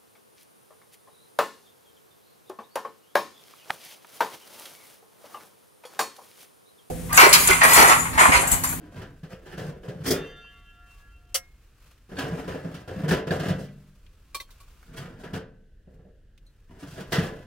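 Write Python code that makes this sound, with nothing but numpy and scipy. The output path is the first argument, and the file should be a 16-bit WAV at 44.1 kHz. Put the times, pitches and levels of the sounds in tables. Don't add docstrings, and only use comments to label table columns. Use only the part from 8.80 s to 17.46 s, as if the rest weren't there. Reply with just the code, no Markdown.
import sys
import numpy as np
from scipy import signal
from scipy.fft import rfft, irfft, next_fast_len
from scipy.io import wavfile
from scipy.ndimage import uniform_filter1d

SR = 44100
rng = np.random.default_rng(int(sys.argv[2]) if len(sys.argv) > 2 else 0)


def dump(signal):
    limited = np.clip(np.atleast_2d(signal).T, -1, 1)
    pcm = np.round(limited * 32767).astype(np.int16)
    wavfile.write(sys.argv[1], SR, pcm)


N = 381906
T = np.arange(N) / SR
RING_N = SR // 2
RING_T = T[:RING_N]
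BASS_HZ, HOLLOW_HZ, CLANK_HZ, GRIT_HZ, TOP_HZ = 55, 300, 800, 2300, 19000


def amp(db):
    return 10 ** (np.asarray(db) / 20)


def unit(x):
    return x / np.sqrt(np.mean(x ** 2))


def at_hz(table, hz):
    f, value = np.transpose(table)
    return np.interp(np.log(np.maximum(hz, 1)), np.log(f), value)


def band(x, lo_hz, hi_hz, order=3):
    return signal.sosfilt(signal.butter(order, [lo_hz, hi_hz], "band", fs=SR, output="sos"), x)


def walk(rate_hz, size=N):
    hold = int(SR / rate_hz)
    steps = np.repeat(rng.standard_normal(size // hold + 1), hold)
    return uniform_filter1d(steps[:size], hold)


def gesture(start_s, length_s, attack_s, release_s):
    age = T - start_s
    return np.clip(age / attack_s, 0, 1) * np.exp(-np.clip((age - length_s) / release_s, 0, 20))


def fade(t60_s):
    return np.exp(-np.log(1000) * RING_T / t60_s)


def struck(response, rise_s):
    response = response * (1 - np.exp(-RING_T / rise_s))
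    return response / np.sqrt(np.mean(response[:, RING_T < 0.015] ** 2))


def add(out, start_s, sound):
    start = max(int(start_s * SR), 0)
    out[:, start:start + sound.shape[1]] += sound[:, :N - start]


def aim(x, lead):
    size = next_fast_len(N + 4096)
    turn = np.exp(.5j * at_hz(lead, np.fft.rfftfreq(size, 1 / SR)))
    return irfft(rfft(x, size) * np.array([turn, turn.conj()]), size)[:, :N]


# f/Hz, coherence/0-1
COHERENCE = [(170, 0.99), (450, 0.85), (900, 0.75), (2500, 0.73), (5000, 0.25), (12000, 0.098)]
def stereo_noise(spectrum, size):
    hz = np.fft.rfftfreq(size, 1 / SR)
    coherence = at_hz(COHERENCE, hz)
    phasors = np.exp(2j * np.pi * rng.random((2, len(hz))))
    mid, side = phasors * np.sqrt([1 + coherence, 1 - coherence])
    return unit(irfft(np.array([mid + side, mid - side]) * amp(at_hz(spectrum, hz)), size))


def ring(modes):
    out = 0
    for hz, db, t60 in modes:
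        offset_rad = np.arccos(at_hz(COHERENCE, hz)) * rng.choice([-1, 1]) / 2
        phase = np.pi * rng.integers(2) + np.array([[offset_rad], [-offset_rad]])
        out = out + amp(db) * fade(t60) * np.sin(2 * np.pi * hz * RING_T + phase)
    return out


# f/Hz, level/dB
RUMBLE_SPECTRUM = [(15, -16), (25, 3.5), (60, -1.5), (100, -10.5), (170, -19.5), (400, -33), (1000, -48),
                   (4000, -84)]
# f/Hz, level/dB
HISS_SPECTRUM = [(200, 3), (500, 0), (800, -18.5), (1150, -20), (1650, -3.5), (2250, -17.5), (2850, -12.5),
                 (3600, -17), (6000, -21.5), (15500, -28.5)]
def wind(rumble_db=-54, hiss_db=-69.5, gust_db=1.5):
    gusts = amp(gust_db * walk(5))
    rumble = stereo_noise(RUMBLE_SPECTRUM, N) * amp(rumble_db) * gusts
    return rumble + stereo_noise(HISS_SPECTRUM, N) * amp(hiss_db)


# t/s, length/s, level/dB
ARM_MOVES = [(-0.05, 1.53, -70.5), (1.387, 0.33, -71.5), (1.695, 0.94, -72), (2.056, 0.15, -67.5),
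             (2.583, 3.5, -70.5), (2.96, 0.17, -68.5), (4.87, 0.26, -87), (5.42, 0.16, -82),
             (5.663, 0.41, -70.5), (7.07, 0.089, -76.5), (7.592, 0.39, -77)]
# f/Hz, level/dB
CLOTH_SPECTRUM = [(240, -48.5), (400, -18.5), (481, -6), (738, -8.5), (1260, -2.5), (1910, -9),
                  (2590, -5.5), (3110, -9), (15500, -17)]
def jacket(gain_db=2, crinkle_db=2):
    motion = sum(amp(db) * gesture(t, length, attack_s=0.065, release_s=0.03)
                 for t, length, db in ARM_MOVES)
    return stereo_noise(CLOTH_SPECTRUM, N) * motion * amp(gain_db + crinkle_db * walk(100))


# t/s, level/dB, f/Hz, spectral skirt/dB
PEBBLE_CLICKS = [(1.644, -49, 1108, -40), (3.178, -57, 2070, -12), (4.886, -53, 2200, -33),
                 (5.264, -53, 3100, -32), (5.691, -52, 1250, -26), (5.888, -70, 1500, -24),
                 (6.028, -47.5, 1350, -26), (7.577, -53, 3200, -17.5)]
def pebbles(gain_db=-9, t60_s=0.054):
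    out = np.zeros((2, N))
    for t, db, hz, skirt_db in PEBBLE_CLICKS:
        click = stereo_noise([(hz / 4, skirt_db), (hz, 0), (hz * 3, skirt_db)], RING_N) * fade(t60_s)
        add(out, t, amp(db + gain_db) * struck(click, rise_s=0.0003))
    return out


# t/s, ring/dB, crunch/dB, position along pipe/0-1
PIPE_LANDINGS = [(5.5453, 1.5, 6.5, 0.4), (5.6, -4.5, -2, 1), (5.704, -27.5, -13.5, 1),
                 (5.801, -22.5, -14.5, 0)]
# f/Hz, level struck at 0/dB, level struck at 1/dB, t60/s
PIPE_END_MODES = [(547, -10, -10.5, 0.085), (1120, 16, -21.5, 0.15), (1614, -8, -6, 0.05),
                  (2040, -33, 8, 0.044), (2367, 10.5, -5.5, 0.071), (2610, -18, -1, 0.042),
                  (3215, -21, -12, 0.16), (3670, -24, 1, 0.058), (3914, -10, -1, 0.073),
                  (4130, -31, 6, 0.036), (4330, 0, -20, 0.19), (4630, -15, -9, 0.049),
                  (5281, -3, -20, 0.11), (5800, -16, -1, 0.047), (6300, -9, -16, .06), (8100, 4, -18, 0.09),
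                  (11000, 2, -22, .06)]
# f/Hz, level/dB
CRUNCH_SPECTRUM = [(240, -24.5), (400, -8.5), (543, -6.5), (749, -17.5), (1130, 1.5), (1380, -19),
                   (2030, -14), (2220, -14.5), (3620, -6.5), (6680, -12), (15500, -12)]
def pipe_down(ring_gain_db=-34, crunch_gain_db=-41, crunch_t60_s=0.11, rise_s=0.0035):
    out = np.zeros((2, N))
    for t, ring_db, crunch_db, position in PIPE_LANDINGS:
        modes = [(hz, np.interp(position, [0, 1], [near_db, far_db]), t60)
                 for hz, near_db, far_db, t60 in PIPE_END_MODES]
        crunch = stereo_noise(CRUNCH_SPECTRUM, RING_N) * fade(crunch_t60_s)
        add(out, t, amp(ring_db + ring_gain_db) * struck(ring(modes), rise_s))
        add(out, t, amp(crunch_db + crunch_gain_db) * struck(crunch, rise_s))
    return aim(out, [(500, -0.69), (1100, 0.85), (2400, -0.73)])


# t/s, level/dB
RIM_SLIPS = [(1.26, -3), (1.275, 0.5), (1.304, 6), (1.312, -28.5)]
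# f/Hz, level/dB
SCRAPE_SPECTRUM = [(120, -58.5), (200, -32), (263, 4), (310, -19), (378, 5.5), (957, -32), (2090, -10),
                   (2960, -35.5), (3240, -8), (3890, -20.5), (5010, -7), (7090, -16.5), (15500, -17)]
# f/Hz, left lead/rad
FIREBOX_LEAD = [(170, 0.031), (420, 0.033), (950, 1.42), (1800, 0.057), (6000, 0.98)]
def door_pull(gain_db=-28, low_t60_s=0.35, high_t60_s=0.14):
    out = np.zeros((2, N))
    for t, db in RIM_SLIPS:
        scrape = stereo_noise(SCRAPE_SPECTRUM, RING_N)
        lows = band(scrape, BASS_HZ, CLANK_HZ) * fade(low_t60_s)
        highs = band(scrape, CLANK_HZ, TOP_HZ) * fade(high_t60_s)
        add(out, t, amp(db + gain_db) * struck(lows + highs, rise_s=0.0053))
    return aim(out, FIREBOX_LEAD)


DOOR_FREE_S, DOOR_DOWN_S = 1.326, 2.546
# f/Hz, level/dB, t60/s, t of lobe facing listener/s
DOOR_FREE_MODES = [(712, -66, 8.1, 1.95), (1135, -60.5, 3.6, 1.82), (1381, -51.5, 3.9, 1.64),
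                   (1670, -52, 3.4, 1.66), (1782, -53.5, 2, 1.45), (1992, -66, 2.8, 1.5),
                   (2099, -56, 1.6, 1.53), (2342, -68.5, 2.3, 1.4), (2470, -49, .45, 1.4),
                   (2717, -52, 3.9, 1.68), (2818, -49.5, 1.8, 1.5), (3122, -52.5, 2.53, 1.7),
                   (3219, -60.5, 1.3, 1.6), (3543, -47.5, 1.3, 1.6), (3660, -52, 0.96, 1.42),
                   (4460, -63, 1.2, 1.46), (4700, -61.5, 1.2, 1.5), (5841, -67, 1.2, 1.6),
                   (6250, -65, 1.2, 1.5), (6930, -73, 0.54, 1.48), (7220, -70.5, 1, 1.5)]
def door_ring(lobe_db=4.5, waver_depth=0.4, waver_hz=17, twin_db=-9, twin_detune=0.0032, stop_s=0.02):
    age = np.maximum(T - DOOR_FREE_S, 0)
    held = (T < DOOR_DOWN_S + .1) & (age > 0)
    t, out = T[held], np.zeros((2, N))
    for hz, db, t60, facing_s in DOOR_FREE_MODES:
        sweep_hz = 2.9 * (hz / 1400) ** 0.65
        sweep_db = lobe_db * np.cos(2 * np.pi * sweep_hz * (t - facing_s))
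        twin = amp(twin_db) * np.exp(2j * np.pi * (twin_detune * hz * t + rng.random()))
        reflections = waver_depth * (walk(waver_hz, len(t)) + 1j * walk(waver_hz, len(t)))
        stereo_rad = np.array([[1], [-1]]) * rng.standard_normal() * 0.57
        tone = np.imag((1 + twin + reflections) * np.exp(1j * (2 * np.pi * hz * t + stereo_rad)))
        decay = np.exp(-np.log(1000) * age[held] / t60)
        out[:, held] += tone * amp(db + sweep_db) * decay
    stone_damping = np.exp(-np.maximum(T - DOOR_DOWN_S, 0) / stop_s)
    return out * stone_damping


# t/s, level/dB
DOOR_LANDINGS = [(2.544, 5.5), (2.552, 5), (2.558, 3.5), (2.576, -8)]
# f/Hz, level/dB, t60/s
DOOR_DAMPED_MODES = [(531.5, -30.5, 0.14), (713, -39, 0.19), (1050, -43, 0.13), (1254, -37.5, 0.14),
                     (1360, -39, 0.17), (1650, -46, 0.26), (1873, -44.5, .2), (2042, -31.5, 0.095),
                     (2150, -43, 0.42), (2895, -26, 0.08), (3157, -31, 0.082), (3895, -42, .07),
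                     (4550, -21, .055), (5195, -28.5, 0.05), (5615, -31.5, 0.14), (5790, -27.5, .06),
                     (6212, -27.5, 0.068), (7900, -25.5, 0.099), (9300, -25.5, 0.05), (10920, -33, 0.07),
                     (11880, -35.5, .07), (13660, -35, .06)]
# f/Hz, level/dB
CRASH_SPECTRUM = [(180, -31), (300, -29), (424, -26.5), (526, -12), (600, -21), (1030, -28.5),
                  (1240, -18.5), (2400, -21), (3000, -10.5), (3690, -19.5), (5850, -7.5), (6790, -17),
                  (7880, -10.5), (15500, -17.5)]
def door_down(crash_gain_db=-30, crash_t60_s=0.071, clink_rise_s=0.0026):
    out = np.zeros((2, N))
    clink = ring(DOOR_DAMPED_MODES) * (1 - np.exp(-RING_T / clink_rise_s))
    add(out, DOOR_DOWN_S, clink)
    for t, db in DOOR_LANDINGS:
        crash = stereo_noise(CRASH_SPECTRUM, RING_N) * fade(crash_t60_s)
        add(out, t, amp(db + crash_gain_db) * struck(crash, rise_s=0.00085))
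    return aim(out, [(100, 0.0), (500, -0.28), (2500, -0.7), (6000, 1.4)])


# f/Hz, level/dB
WALL_SPECTRUM = [(90, 4), (170, 4), (280, 2), (420, 6), (600, 4.5), (850, -7.5), (1030, -11.5),
                 (1220, -6.5), (1650, -2.5), (2000, -10), (2250, -13), (3000, -4.5), (3900, -10.5),
                 (5000, -9.5), (7200, -16), (15500, -19.5)]
# f/Hz, t60/s
WALL_DECAY = [(100, 1), (500, 0.51), (1700, 0.37), (4000, 0.29), (12000, 0.12)]
def dense_ring():
    spectrum = rfft(stereo_noise(WALL_SPECTRUM, RING_N))
    hz = np.fft.rfftfreq(RING_N, 1 / SR)
    centres_hz = 125 * 2. ** np.arange(8)
    out = 0
    for centre_hz, weights in zip(centres_hz, np.eye(len(centres_hz))):
        octave = irfft(spectrum * at_hz(np.c_[centres_hz, weights], hz), RING_N)
        out = out + octave * fade(at_hz(WALL_DECAY, centre_hz))
    return out


# f/Hz, level/dB, t60/s
FIREBOX_MODES = [(60.9, -14, 1), (97.8, -3.5, 0.26), (146.4, -12, 0.91), (161.3, 5.5, 0.079),
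                 (177.1, -2.5, 0.25), (192.7, -14, 1.08), (265.4, -6, 0.23), (343, -10.5, 0.16),
                 (380.8, -2, 0.12), (443.3, -8, 0.64), (473, -8.5, 0.49), (519.7, -12, 0.66),
                 (606, -22.5, 0.9), (651, -10, 0.13), (733, -19.5, 0.34), (998, -19, 0.36),
                 (1087, -29.5, 0.19), (1540, -32, 0.87), (1633, -30, 0.55), (1697, -27.5, 0.55),
                 (1980, -31, 0.73), (2700, -29.5, 0.68), (3000, -44.5, .25), (6030, -40, 0.16)]
def box_response(detune=0.007, spot_spread_db=3, dense_db=-2):
    modes = np.array(FIREBOX_MODES, float)
    modes[:, 0] *= 1 + detune * rng.standard_normal(len(modes))
    modes[:, 1] += spot_spread_db * rng.standard_normal(len(modes))
    return ring(modes) + amp(dense_db) * dense_ring()


# t/s, level/dB, f/Hz, t60/s
RIM_HITS = [(3.368, -40.5, 1670, 0.2), (3.387, -36.5, 1663, 0.3), (4.309, -27.5, 1753, 0.053),
            (4.507, -31, 1717, 0.08), (6.536, -46, 1737, 0.16), (7.664, -64.5, 4240, 0.13),
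            (8.326, -33, 2004, 0.42)]
# frequency ratio, level/dB
RIM_MODES = [(.93, -3), (1, 0), (1.4, -14.5), (1.51, -14), (1.655, -12.5), (2, -10.5), (2.2, -11),
             (2.56, -8.5), (2.73, -10)]
def clangs(damping_exponent=0.86, rise_s=0.0012):
    out = np.zeros((2, N))
    for t, db, hz, t60 in RIM_HITS:
        modes = [(hz * ratio, mode_db, t60 / ratio ** damping_exponent) for ratio, mode_db in RIM_MODES]
        add(out, t, amp(db) * struck(ring(modes), rise_s))
    return out


def stroke_response(db, bright_db, tick_db=3, tick_t60_s=0.038):
    box = box_response() * (1 + amp(tick_db) * fade(tick_t60_s))
    pivot_db, tilt_db = -37.5, 0.38 * bright_db
    thud_db = pivot_db + 0.64 * (db - pivot_db)
    response = 0
    for lo_hz, hi_hz, band_db in [(BASS_HZ, HOLLOW_HZ, thud_db - 2),
                                  (HOLLOW_HZ, CLANK_HZ, db - tilt_db - 2),
                                  (CLANK_HZ, GRIT_HZ, db + tilt_db - 5),
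                                  (GRIT_HZ, TOP_HZ, db + bright_db - 15)]:
        part = band(box, lo_hz, hi_hz)
        response = response + amp(band_db) * part / np.linalg.norm(part[0])
    return response


# t/s, length/s, level/dB, brightness/dB
LIGHT_RUBS = [(-0.06, 0.38, -53, -5), (0.439, 0.047, -65, -30), (0.602, 0.38, -54, -10),
              (1.014, 0.46, -54, 1), (3.279, 0.74, -45, -1), (4.072, 0.325, -43.5, 0.5),
              (4.482, 0.33, -52.5, 5.5), (6.042, 0.562, -51, -2), (7.058, 0.23, -66, -14),
              (7.869, 0.14, -53.5, -1), (7.994, 0.64, -50.5, 2.5)]
# t/s, length/s, level/dB, brightness/dB
SKIDS = [(0.115, 0.094, -44, -2.5), (0.491, 0.04, -42.5, 0.5), (0.647, 0.16, -45.5, 0),
         (0.766, 0.13, -45, 5), (1.04, 0.058, -39.5, -10.5), (1.234, 0.14, -33, 3),
         (3.358, 0.13, -35, -1.5), (3.523, 0.097, -39.5, -2), (3.679, 0.049, -37, -3),
         (4.278, 0.056, -30.5, 6.5), (4.504, 0.065, -30, -3), (4.625, 0.083, -28, -4.5),
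         (4.781, 0.067, -59, 18.5), (6.123, 0.14, -45, -0.5), (6.158, 0.026, -44, 14),
         (6.386, 0.036, -50, 0), (6.539, 0.028, -34.5, -1), (7.983, 0.045, -46.5, 4),
         (8.062, 0.059, -61, 19), (8.134, 0.089, -44.5, 5), (8.306, 0.17, -34.5, 2)]
def slides(jerks_per_s=480, scatter_db=4, catch_db=2.5, rasp_db=-20):
    jerks = (rng.random(N) < jerks_per_s / SR) * rng.choice([-1, 1], N)
    jerk_db = scatter_db * np.minimum(rng.exponential(size=N), 2) + catch_db * walk(60)
    jerks = unit(jerks * amp(jerk_db))
    out, roughness = np.zeros((2, N)), np.zeros(N)
    for strokes, attack_s in [(LIGHT_RUBS, 0.05), (SKIDS, 0.014)]:
        for t, length, db, bright_db in strokes:
            pressure = gesture(t, length, attack_s, release_s=0.014)
            moving = pressure > .001
            force = unit(jerks[moving]) * pressure[moving]
            add(out, t, signal.fftconvolve(force[None], stroke_response(db, bright_db)))
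            roughness += pressure * amp(db + bright_db)
    rasp = stereo_noise([(1500, -5.5), (5000, 4.5), (9000, 1.0), (15500, -8.0)], N)
    return out + rasp * roughness * amp(rasp_db + catch_db * walk(60))


# t/s, thud/dB, thud f/Hz, clank/dB, brightness/dB, wall t60/s
BOX_BLOWS = [(0.16, -38, 125, -54.5, 4.5, 0.12), (0.215, -46, 115, -47.5, 3, 0.13),
             (0.432, -37.5, 158, -53.5, 3.5, .14), (0.664, -44, 160, -52.5, 3, .14),
             (0.777, -37.5, 164, -43.5, 2.5, 0.15), (0.808, -33, 118, -49.5, -3.5, 0.085),
             (0.833, -31.5, 148.7, -54, -5, 0.35), (0.885, -35, 146, -61.5, -10.5, 0.09),
             (1.032, -50, 188, -53.5, 1.5, 0.15), (1.084, -32, 135.4, -50.5, 6, 0.094),
             (1.155, -36.5, 170, -70, -1, 0.098), (1.205, -36.5, 147, -59, 5, 0.11),
             (1.254, -40, 132, -40.5, 5.5, 0.15), (1.304, -30, 148, -42.5, -8, 0.072),
             (3.292, -51, 180, -57.5, 1.5, .14), (3.317, -39, 186, -53, -3.5, 0.17),
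             (3.386, -37, 263, -36, 7.5, 0.12), (3.437, -32.5, 141, -43, -0.5, 0.14),
             (3.511, -27, 160, -48, -2, 0.082), (3.532, -30.5, 164, -53, -7.5, 0.082),
             (3.677, -29.5, 148, -40.5, 0.5, 0.12), (3.744, -34, 270, -45, -1.5, .14),
             (3.845, -30.5, 167.5, -49, -4, 0.19), (3.942, -40.5, 137, -48, 7, .14),
             (4.077, -43.5, 109, -46, 2.5, .14), (4.11, -39, 99, -48, -5, 0.22),
             (4.163, -24.5, 172, -70, -3, 0.17), (4.235, -26.5, 154.4, -44, -2, 0.33),
             (4.28, -32, 147, -38.5, 3, .14), (4.311, -16.5, 177.3, -29.5, 3, 0.12),
             (4.365, -40, 150, -40.5, 1.5, .12), (4.47, -34, 150, -38.5, 0.5, .14),
             (4.508, -22, 173.5, -34.5, 0, 0.12), (4.596, -29, 159, -37.5, 3.5, 0.3),
             (4.683, -23, 176, -37.5, 4.5, 0.22), (4.782, -38, 160, -54.5, -8.5, .16),
             (6.174, -36.5, 136, -52, -1, 0.28), (6.436, -46, 146, -46, 0.5, .14),
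             (6.534, -30, 176, -39.5, 2.5, 0.095), (7.073, -50, 181, -73.5, -11, .14),
             (7.25, -55, 190.2, -81, -17, .14), (8.028, -37, 286, -55, 1, 0.11),
             (8.178, -41, 141, -48.5, 0.5, 0.17), (8.322, -32, 149, -29, 6.5, .14),
             (8.351, -45, 164, -34.5, 4.5, .14), (8.383, -18.5, 168, -37.5, 4, 0.08),
             (8.424, -30, 95, -44.5, 0, 0.21), (8.52, -40.5, 190, -58, -5, 0.11)]
def knocks(bite_s=0.068, rise_s=0.0058):
    out = np.zeros((2, N))
    bite = 1 + np.exp(-RING_T / bite_s)
    for t, thud_db, hz, clank_db, bright_db, wall_t60 in BOX_BLOWS:
        box = bite * box_response()
        slope_db = 8 - bright_db
        parts = [(thud_db - 6, band(box, hz / 1.68, hz * np.sqrt(2), order=2)),
                 (thud_db - 2.5, ring([(hz, 0, wall_t60)])),
                 (clank_db + slope_db - 1, band(box, HOLLOW_HZ, CLANK_HZ)),
                 (clank_db, band(box, CLANK_HZ, GRIT_HZ)),
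                 (clank_db - slope_db - 1, band(box, GRIT_HZ, TOP_HZ))]
        blow = sum(amp(db) * struck(part, rise_s) for db, part in parts)
        add(out, t - .002, blow)
    return out


def scene():
    firebox = aim(knocks() + clangs() + slides(), FIREBOX_LEAD)
    door = door_pull() + door_ring() + door_down()
    return firebox + door + pipe_down() + pebbles() + jacket() + wind()


def record(dry):
    return signal.sosfilt(signal.ellip(10, .2, 70, 15850, fs=SR, output="sos"), dry)


dry = scene()
out = record(dry)
dump(out)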